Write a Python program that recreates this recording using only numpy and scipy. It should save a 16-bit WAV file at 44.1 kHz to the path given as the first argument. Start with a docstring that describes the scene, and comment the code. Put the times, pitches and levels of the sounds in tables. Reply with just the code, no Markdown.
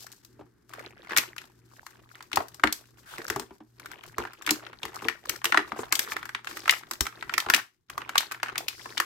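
"""A faint rustle with a few ticks over an unsteady hum opens the scene, then a hard, clear plastic tray is bent
and turned by hand inside a small open box, close to a stereo microphone. Its dents snap over as short noise
bursts through resonances, with treble cracks and booms of the tray; the box answers them with a noise tail.
Fingers and edges rustle and slide as shaped noise and grains, and low decaying sines thud in the table.
Under it all lie room noise and two close hums that beat."""
import sys
import numpy as np
from scipy import signal
from scipy.fft import rfft, irfft, next_fast_len
from scipy.io import wavfile
from scipy.ndimage import uniform_filter1d, map_coordinates

SR = 44100
rng = np.random.default_rng(int(sys.argv[2]) if len(sys.argv) > 2 else 0)


def convert_level_to_amplitude(level_db):
    """Map a level in decibels to its linear amplitude factor."""
    exponent = np.asarray(level_db, float) / 20
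    return 10 ** exponent


def digitize_waveform(pressure):
    """Quantize a signal to 16-bit integers and store it at the path in sys.argv[1].

    Rows of a 2-D input are taken as channels; values are limited to [-1, 1].
    """
    field = np.atleast_2d(pressure).T
    bounded = np.clip(field, -1, 1)
    quanta = np.round(bounded * 32767).astype(np.int16)
    wavfile.write(sys.argv[1], SR, quanta)


N = 399088  # length in samples

# Treble colour of cracks and fizz: freq_hz [Hz], level_db [relative dB per Hz]
CRACK_COLOUR = [(1500, -14.5), (5000, -0.5), (8500, -4.5), (9500, -11), (12500, -4), (15500, -11.5)]
# Colour of the dragging scrape and its crackles: freq_hz [Hz], level_db [relative dB per Hz]
SCRAPE_COLOUR = [(150, -29), (350, 8.5), (580, -9), (1500, -6), (4000, -16), (8000, -39)]


def unit(x):
    """Scale to rms 1."""
    return x / np.sqrt(np.mean(x ** 2) + 1e-20)


def along(points, hz):
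    """Read (Hz, value) points on a log frequency axis."""
    freq_hz, value = np.transpose(points)
    return np.interp(np.log(hz + 1), np.log(freq_hz + 1), value)


def wobble(rate):
    """A smooth random curve with rate knots a second."""
    knots = rng.standard_normal(int(N * rate / SR) + 4)
    return map_coordinates(knots, [np.arange(N) * rate / SR])


def filtered(x, response):
    """Pass x through a complex response of frequency."""
    m = next_fast_len(N + SR // 2)
    return irfft(rfft(x, m) * response(np.fft.rfftfreq(m, 1 / SR)), m)[..., :N]


def resonance(f, hz, width_hz):
    """Causal response of one damped mode."""
    return 1j * f * width_hz / (hz * hz - f * f + 1j * f * width_hz)


def hiss(spectrum):
    """Coloured stereo noise of rms 1 whose left-right likeness changes with frequency."""
    # Stereo likeness: freq_hz [Hz], likeness [correlation 0-1]
    likeness = [(60, 0.24), (250, 0.9), (600, 0.021), (1500, 0.68), (6000, 0.011)]

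    def mid_side(hz):
        angle = np.arccos(np.clip(along(likeness, hz), -1, 1)) / 2
        return convert_level_to_amplitude(along(spectrum, hz)) * [np.cos(angle), np.sin(angle)]

    mid, side = filtered(rng.standard_normal((2, N)), mid_side)
    return unit(np.array([mid + side, mid - side]))


def room():
    """Unsteady room noise, and two motors humming a little apart so that their tones beat."""
    # Room noise colour: freq_hz [Hz], level_db [relative dB per Hz]
    air_colour = [(20, -29), (60, -2.5), (120, -14.5), (190, -10), (370, -6), (580, -28.5), (1600, -22.5),
                  (2800, -38), (15800, -48.5)]
    # Hum pair: upper pitch_hz [Hz], beat_rate [per s], crest_s [time of a beat crest, s]
    hum_pair = (120.5, 2.364, .39)
    # Brief dip of the background: start_s [s], end_s [s], depth_db [dB]
    dip = (7.64, 7.89, -18)
    hz, beat_rate, crest_s = hum_pair
    start_s, end_s, depth_db = dip
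    t = np.arange(N) / SR
    phase = 2 * np.pi * hz * t + .6 * wobble(12)  # the pitch wavers
    second = .75 * np.cos(phase - 2 * np.pi * beat_rate * (t - crest_s))
    hum = np.sqrt(2) * convert_level_to_amplitude(-67 + 1.2 * wobble(5.0)) * (np.cos(phase) + second)
    air = convert_level_to_amplitude(-65 + 3 * wobble(8)) * hiss(air_colour)
    dip_db = uniform_filter1d(depth_db * ((t > start_s) & (t < end_s)), size=900)
    return convert_level_to_amplitude(dip_db) * (air + hum)


def thuds():
    """Low pushes travel through the table into the microphone as decaying sines, stronger on the right."""
    # Pushes: start_s [s], level_db [dB at onset, before panning], pitch_hz [Hz]
    pushes = [(2.376, -33, 84.3), (2.662, -31.5, 72.3), (3.36, -33, 133), (4.499, -40, 57),
              (7.009, -21, 63.6)]
    out, t = np.zeros(N + SR), np.arange(SR // 4) / SR
    for start_s, level_db, pitch_hz in pushes:
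        push = convert_level_to_amplitude(level_db - 60 * t / 0.09) * np.sin(2 * np.pi * pitch_hz * t)
        out[round(start_s * SR):][:len(t)] += push
    return out[:N] * [[.55], [1.3]]


def swishes():
    """Skin slides smoothly on the film: noise swells, hisses evenly around its band and stops."""
    # Slides: start_s [s], length_s [s], level_db [dB rms before the swell], band_hz [Hz]
    slides = [(3.057, 0.12, -50, 1510), (3.085, .085, -51.5, 3290), (3.109, 0.061, -48.5, 920),
              (5.78, 0.049, -46.5, 7100), (6.477, 0.31, -54, 4740), (8.683, .28, -52, 4950)]
    out = np.zeros((2, N))
    for start_s, length_s, level_db, band_hz in slides:
        at, size = round(start_s * SR), round(length_s * SR)
        f = np.fft.rfftfreq(size, 1 / SR)
        band = resonance(f, band_hz, 0.25 * band_hz) + 0.079 * resonance(f, 5000, 9000)
        noise = unit(irfft(rfft(rng.standard_normal((2, size))) * band, size))
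        swell = np.sin(np.pi * np.arange(size) / size) ** 0.25
        out[:, at:at + size] += convert_level_to_amplitude(level_db) * swell * noise
    return out


def effort():
    """Scrape and fizz levels in dB: strokes swell fast and fade out over the tray merely held."""
    # The tray merely held: time_s [s], scrape_db [dB], fizz_db [dB]
    held = [(0, -63.5, -53.5), (.4, -86, -75.5), (2.85, -73.5, -68.5), (3.5, -82, -75), (7.5, -69, -75),
            (7.85, -92, -87), (9.05, -78, -73)]
    # Strokes of fingers and edges: start_s [s], length_s [s], scrape_db [dB], fizz_db [dB]
    strokes = [(0, 0.083, -62, -83), (0.69, 0.16, -47.5, -64.5), (0.934, 0.2, -58, -69),
               (1.069, 0.14, -41, -60), (1.361, 0.094, -63.5, -66), (1.673, 0.18, -63.5, -61.5),
               (1.892, 0.32, -64.5, -68), (2.294, 0.53, -63, -71), (2.925, 0.47, -63.5, -67.5),
               (3.121, 0.22, -47, -68), (3.759, 0.32, -52, -74), (4.161, 0.04, -40.5, -57),
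               (4.365, 0.34, -50.5, -86.5), (4.8, 0.3, -47, -59.5), (5.22, 0.11, -44.5, -55),
               (5.46, 0.4, -50, -60), (5.962, 0.19, -44.5, -48), (6.426, 0.34, -49.5, -52.5),
               (6.824, 0.33, -66.5, -75.5), (7.128, 0.21, -52.5, -61), (7.877, 0.49, -52, -88),
               (8.41, 0.28, -49.5, -91), (8.712, 0.23, -51.5, -55)]
    grip_s, let_go_db_per_s = 0.061, 165
    t = np.arange(0, N / SR + .01, .002)
    held_s, *held_db = np.transpose(held)
    start, length, *stroke_db = np.transpose(strokes)[:, :, None]
    swell = np.clip((t - start) / grip_s, 0, 1)
    shape = swell * convert_level_to_amplitude(-let_go_db_per_s * np.clip(t - start - length, 0, None))
    levels = []
    for rest_db, db in zip(held_db, stroke_db):
        gain = convert_level_to_amplitude(np.interp(t, held_s, rest_db)) + (convert_level_to_amplitude(db) * shape).sum(0)
        levels.append(np.interp(np.arange(N) / SR, t, 20 * np.log10(gain)))
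    return levels


def creases(rate, spread_db, t60):
    """Gain for noise that bursts at random moments and decays by 60 dB in t60 seconds."""
    starts = (rng.random(N) < rate / SR) * convert_level_to_amplitude(spread_db * rng.standard_normal(N))
    return signal.lfilter([1], [1, -convert_level_to_amplitude(-60 / (t60 * SR))], starts)


def crackles():
    """Tiny creases pop at random under a drag, each a few cycles at its own pitch and place."""
    grains_per_s, spread_db = 200, 3.5
    count = round(grains_per_s * N / SR)
    when, pitch, size, place = rng.random((4, count))[:, :, None]
    hz, k = 500 * 12 ** pitch, np.arange(512)
    cycles = hz * k / SR
    gain = hz * convert_level_to_amplitude(along(SCRAPE_COLOUR, hz) - spread_db * np.log(size + 1e-9))
    pops = gain * np.sin(2 * np.pi * cycles) * cycles * np.exp(-2 * np.pi * cycles / 6)
    at = (when * N).astype(int) + k
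    lag = np.round(20 * (place - .5)).astype(int) + 10  # samples
    sides = ((lag, .5 + place), (20 - lag, 1 + .5 - place))  # (delay, gain) left and right
    return unit(np.array([np.bincount((at + late).ravel(), (pops * share).ravel(), N + SR)[:N]
                          for late, share in sides]))


def rustle(scrape_db, fizz_db):
    """Skin and edges drag on the sheet: a lumpy, crackling scrape, a crinkling fizz and a shaken table."""
    # Handling carried by the table: freq_hz [Hz], level_db [relative dB per Hz]
    shake_colour = [(25, 0), (60, -0.5), (160, -2.5), (260, -35)]
    crinkle = creases(rate=90, spread_db=5, t60=0.03)
    drag = unit(convert_level_to_amplitude(2.5 * wobble(30)) * (1 + 2 * crinkle) * hiss(SCRAPE_COLOUR))
    scrape = drag * .5 + crackles()
    fizz = unit(convert_level_to_amplitude(6.0 * wobble(32)) * (1 + 1.3 * crinkle) * hiss(CRACK_COLOUR))
    shake = convert_level_to_amplitude(.5 * scrape_db - 39.0 + 5.0 * wobble(22.0)) * hiss(shake_colour)
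    return convert_level_to_amplitude(scrape_db) * scrape + convert_level_to_amplitude(fizz_db) * fizz + shake


def strays(scrape_db, fizz_db):
    """Ticks at random moments, each with its own pitch, their strength following the stroke under them."""
    ticks_per_s, over_scrape_db, spread_db = 30, 8, 3
    at = rng.integers(200, N - 200, int(ticks_per_s * N / SR))
    size, pitch, boom = rng.standard_normal((3, len(at)))
    peak_db = scrape_db[at] + over_scrape_db + spread_db * size
    crack_db = fizz_db[at] - scrape_db[at] - 8.0
    return np.transpose([at / SR, peak_db, 1500 * np.exp(.3 * pitch), -18 + 6 * boom, crack_db])


def aftershocks(rows):
    """Neighbouring creases give way: each row sets off two softer ticks with less crack as the sheet settles."""
    within_s, softer_db = .06, -15  # some fall up to 10 dB lower still
    s, db, _, boom_db, crack_db = np.transpose([*rows, *rows])
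    late, size, pitch = rng.random((len(s), 3)).T
    peak_db = db + softer_db - 10 * size
    return np.transpose([s + within_s * late, peak_db, 1000 * 2 ** pitch, boom_db, crack_db - 9.5])


def snaps(stray_rows):
    """Dents buckle in bursts of a few ms that ring a few rough cycles, crack in the treble and boom the tray."""
    # Dents snapping over: peak_s [s], peak_db [dB before a random stereo tilt], pitch_hz [Hz],
    # boom_db [tray drive, dB re peak, before a common boost], crack_db [dB re peak_db]
    dents = [(0.393, -40, 406, -0.5, -50), (0.41, -38, 390, 0, -50), (0.841, -42, 1150, -3, -13),
             (1.108, -20.5, 1780, -11, -38), (1.165, -9.5, 2120, -41, -15), (1.174, -11, 2090, -39, -3),
             (1.183, -7.5, 2500, -24, -7), (1.382, -23.5, 2540, -50, -17), (2.331, -16.5, 3000, -11.5, -41),
             (2.372, -4.5, 1120, -17.5, -32), (2.405, -19, 820, -14, -35), (2.637, 0, 1710, -11, -31),
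             (2.726, -37, 4630, -23, 19), (3.182, -29, 2140, -4.5, -7), (3.301, -14.5, 1720, -8, -9),
             (3.361, -19.5, 1100, -1, -12.5), (3.397, -31.5, 2280, 2.5, 3), (3.508, -40.5, 890, 4.5, -32),
             (3.604, -42, 830, 4, -46.5), (4.183, -13.5, 1130, -9.5, -17.5), (4.2, -28.5, 1300, 0.5, -27),
             (4.252, -23.5, 1200, -20, -35), (4.465, -19, 2370, -34, -7), (4.475, -14.5, 1740, -14, -21),
             (4.492, -11, 1990, -20, -32), (4.508, -18.5, 3500, -3, 7), (4.832, -17, 3040, -12, -23),
             (4.853, -20.5, 1530, -10, -12.5), (5.022, -29.5, 1040, 1, -18.5), (5.05, -28, 1140, 4, -18),
             (5.085, -9, 1940, -25, -23), (5.295, -17.5, 2000, -32, -0.5), (5.455, -10, 2600, -23, -10.5),
             (5.545, -6, 1220, -23, -53), (5.574, -2, 1770, -13.5, -32), (5.72, -16, 1260, -9.5, -39),
             (5.763, -27.5, 840, -14, -34), (5.79, -23.5, 407, 0.5, -23), (5.833, -22.5, 940, -25, -38),
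             (5.954, -15.5, 3770, -40, -3), (5.993, -8.5, 2300, -44, -7.5), (6.349, -12, 1960, -33, -44),
             (6.472, -16.5, 1920, -39, -29), (6.679, -11.5, 1400, -37, -20), (6.695, -0.5, 2460, -43, -33),
             (6.709, -20, 2970, -34, 4.5), (6.912, -17.5, 1390, -20, -7.5), (7.008, -17.5, 1470, -10, 2.5),
             (7.339, -12.5, 2530, -23, -18), (7.38, -7.5, 1510, -36, -10.5),
             (7.402, -16.5, 3260, -41, -10.5), (7.463, -22.5, 1090, -4, -33),
             (7.487, -18, 1267, -9.5, -35.5), (7.538, -3, 2020, -45, -16), (7.546, -5.5, 2800, -26.5, -9),
             (7.979, -14.5, 1250, -27, -20), (8.156, -9.5, 1370, -28, -21), (8.18, -3.5, 3700, -51, -11),
             (8.206, -19.5, 1480, -33, -6), (8.58, -16.5, 2820, -19.5, -5), (8.683, -15, 3140, -31, -8),
             (8.858, -25.5, 1140, -15, -27), (8.978, -12.5, 3230, -32, -21)]
    # More snaps, all pitched near 1600 Hz with a weak boom: peak_s [s], peak_db [dB, as above],
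    # crack_db [dB re peak_db]
    more_snaps = [(0.043, -63, 19.5), (0.067, -39.5, -2), (0.118, -60, 18), (0.126, -59.5, 18),
                  (0.249, -60, 16), (0.694, -43.5, -6.5), (0.736, -27.5, -12.5), (0.794, -29, -16.5),
                  (1.048, -38, -27), (1.072, -35, -29), (1.096, -26, -23), (1.12, -21, -30),
                  (1.133, -20.5, -33), (1.364, -30.5, -15), (1.417, -35, -14), (1.866, -29, -11.5),
                  (2.154, -36.5, -13), (2.207, -28.5, -26), (2.226, -42.5, 1.5), (2.317, -27.5, -15),
                  (2.359, -28, 8), (2.484, -44, 4), (2.545, -48, 7), (2.597, -27.5, -26),
                  (3.217, -27, -21.5), (3.245, -40, 0.5), (3.282, -27.5, -4), (3.798, -34, -7.5),
                  (3.859, -27, -11.5), (3.916, -32.5, -9), (4.037, -32, -13), (4.064, -50, 5),
                  (4.273, -31, -28), (4.334, -34, -10.5), (4.422, -35, -4.5), (4.666, -28, -49),
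                  (4.731, -33.5, -45), (4.946, -39, -4.5), (4.959, -39, 2.5), (5.256, -39.5, -2),
                  (5.362, -34, -4), (5.417, -31.5, -28), (5.444, -13, -7), (5.523, -7.5, -39),
                  (5.919, -29, -29), (5.925, -10, -3), (6.12, -17.5, -36), (6.166, -15, -20.5),
                  (6.229, -25, -22), (6.255, -27.5, -12.5), (6.292, -24, -16), (6.446, -29, -16.5),
                  (6.512, -28.5, -26.5), (6.57, -23, -20.5), (6.657, -22, -34), (6.834, -28.5, -36.5),
                  (6.935, -32, -1), (7.055, -25.5, -16), (7.067, -19, -16.5), (7.226, -23.5, -26),
                  (7.295, -18.5, -33), (7.5, -5, -11.5), (7.563, -16.5, -6.5), (7.9, -28, -10),
                  (8.018, -24.5, -41), (8.093, -17.5, -18), (8.313, -23, -17), (8.32, -20, -9),
                  (8.346, -26.5, -31), (8.4, -33.5, -30), (8.431, -11, -20), (8.484, -23.5, -29),
                  (8.497, -27, -30), (8.557, -19, -47), (8.973, -21.5, -31.5), (9.001, -8.5, -11.5)]
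    # Table top, then broad bending of the tray: pitch_hz [Hz], width_hz [Hz], level_db [dB]
    tray_modes = [(67, 46, -2.5), (239, 20, -2.5), (327.4, 21, 3), (423, 18, 1), (900, 440, -9)]
    size, rise = 2048, .004  # samples, s
    t, f = np.arange(size) / SR, np.fft.rfftfreq(size, 1 / SR)
    burst = np.where(t < rise, convert_level_to_amplitude(-15000 * (rise - t)), convert_level_to_amplitude(-60 * (t - rise) / 0.024))
    flutter = convert_level_to_amplitude(-60 * t / 0.069)  # the sheet keeps crumpling as it settles
    ring, crack_gain, blows = np.zeros((3, 2, N + SR))
    pitched = [(s, db, 1600 * np.exp(rng.normal(0, 0.033)), -26, crack_db) for s, db, crack_db in more_snaps]
    struck = [*dents, *pitched]
    for s, db, hz, boom_db, crack_db in [*struck, *stray_rows, *aftershocks(struck)]:
        at = round((s - rise) * SR)
        tilt = convert_level_to_amplitude(rng.normal(0, 1) * np.array([[1], [-1]]))
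        shared, *own = rng.standard_normal((3, size))
        # two resonances: steep skirts keep dull snaps dull
        dent = resonance(f, hz, hz) * resonance(f, 0.85 * hz, 0.6 * hz)
        pop = irfft(rfft(burst * (shared + 1.47 * np.array(own))) * dent, size)
        ring[:, at:at + size] += tilt * convert_level_to_amplitude(db) * pop / np.abs(pop).max()
        crack_gain[:, at:at + size] += tilt * convert_level_to_amplitude(db + crack_db) * burst
        blow = convert_level_to_amplitude(db + boom_db + 16.5) * flutter * rng.standard_normal(size)
        blows[rng.integers(2), at + round(rise * SR):][:size] += blow

    def tray_body(hz):
        detuned = hz * [[.94], [1.06]]  # the grip detunes the tray blow by blow
        modes = sum((-1) ** k * convert_level_to_amplitude(db) * resonance(detuned, mode_hz, width_hz)
                    for k, (mode_hz, width_hz, db) in enumerate(tray_modes))
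        return modes * resonance(hz, 510, 1300)  # softens the start

    boom = filtered(blows[:, :N], tray_body).sum(0)
    return ring[:, :N] + crack_gain[:, :N] * hiss(CRACK_COLOUR) + boom


def box(x):
    """The box answers with a decaying noise tail, redrawn every 0.2 s as the tray moves."""
    # Decay of the answer: freq_hz [Hz], t60_s [s]
    decay = [(300, 0.21), (5000, 0.21)]
    out, step, delay = np.zeros((2, N + SR)), SR // 5, 130  # samples
    for at in range(0, N, step):
        hz, t, z = signal.stft(rng.standard_normal((2, SR // 3)), SR, nperseg=256)
        fade = convert_level_to_amplitude(-60 * t / along(decay, hz)[:, None])
        tail = signal.istft(z * fade, SR, nperseg=256)[1]
        wet = signal.fftconvolve(x[:, at:at + step], tail / np.linalg.norm(tail[0]), axes=1)
        out[:, at + delay:at + delay + wet.shape[1]] += wet
    return out[:, :N]


def scene():
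    """Room, table and handling under the snapping tray and the box's answer."""
    scrape_db, fizz_db = effort()
    background = room() + thuds()
    handling = swishes() + rustle(scrape_db, fizz_db)
    tray = snaps(strays(scrape_db, fizz_db))
    return background + handling + tray + convert_level_to_amplitude(-10.0) * box(tray)


def roll_off(x):
    """The treble ends steeply here."""
    return signal.sosfilt(signal.butter(12, 16980, fs=SR, output="sos"), x)


def record(dry):
    """Uneven microphone ports, weak in deep bass and cut off in the top treble, clip at full scale."""
    # Uneven ports: freq_hz [Hz], left_minus_right_db [dB]
    port_lean = [(100, -0.5), (350, 3), (600, -2), (1400, 1.5), (9000, 6)]

    def ports(hz):
        lean = convert_level_to_amplitude(along(port_lean, hz) / 2 * np.array([[1], [-1]]))
        treble_cut = (hz < 16800) / (1 + (hz / 15900) ** 60)
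        bass_cut = (hz / (hz - 30j)) ** 2
        return lean * treble_cut * bass_cut

    mix = np.clip(filtered(dry, ports), -1, 1)
    return roll_off(mix)


dry = scene()
out = record(dry)
digitize_waveform(out)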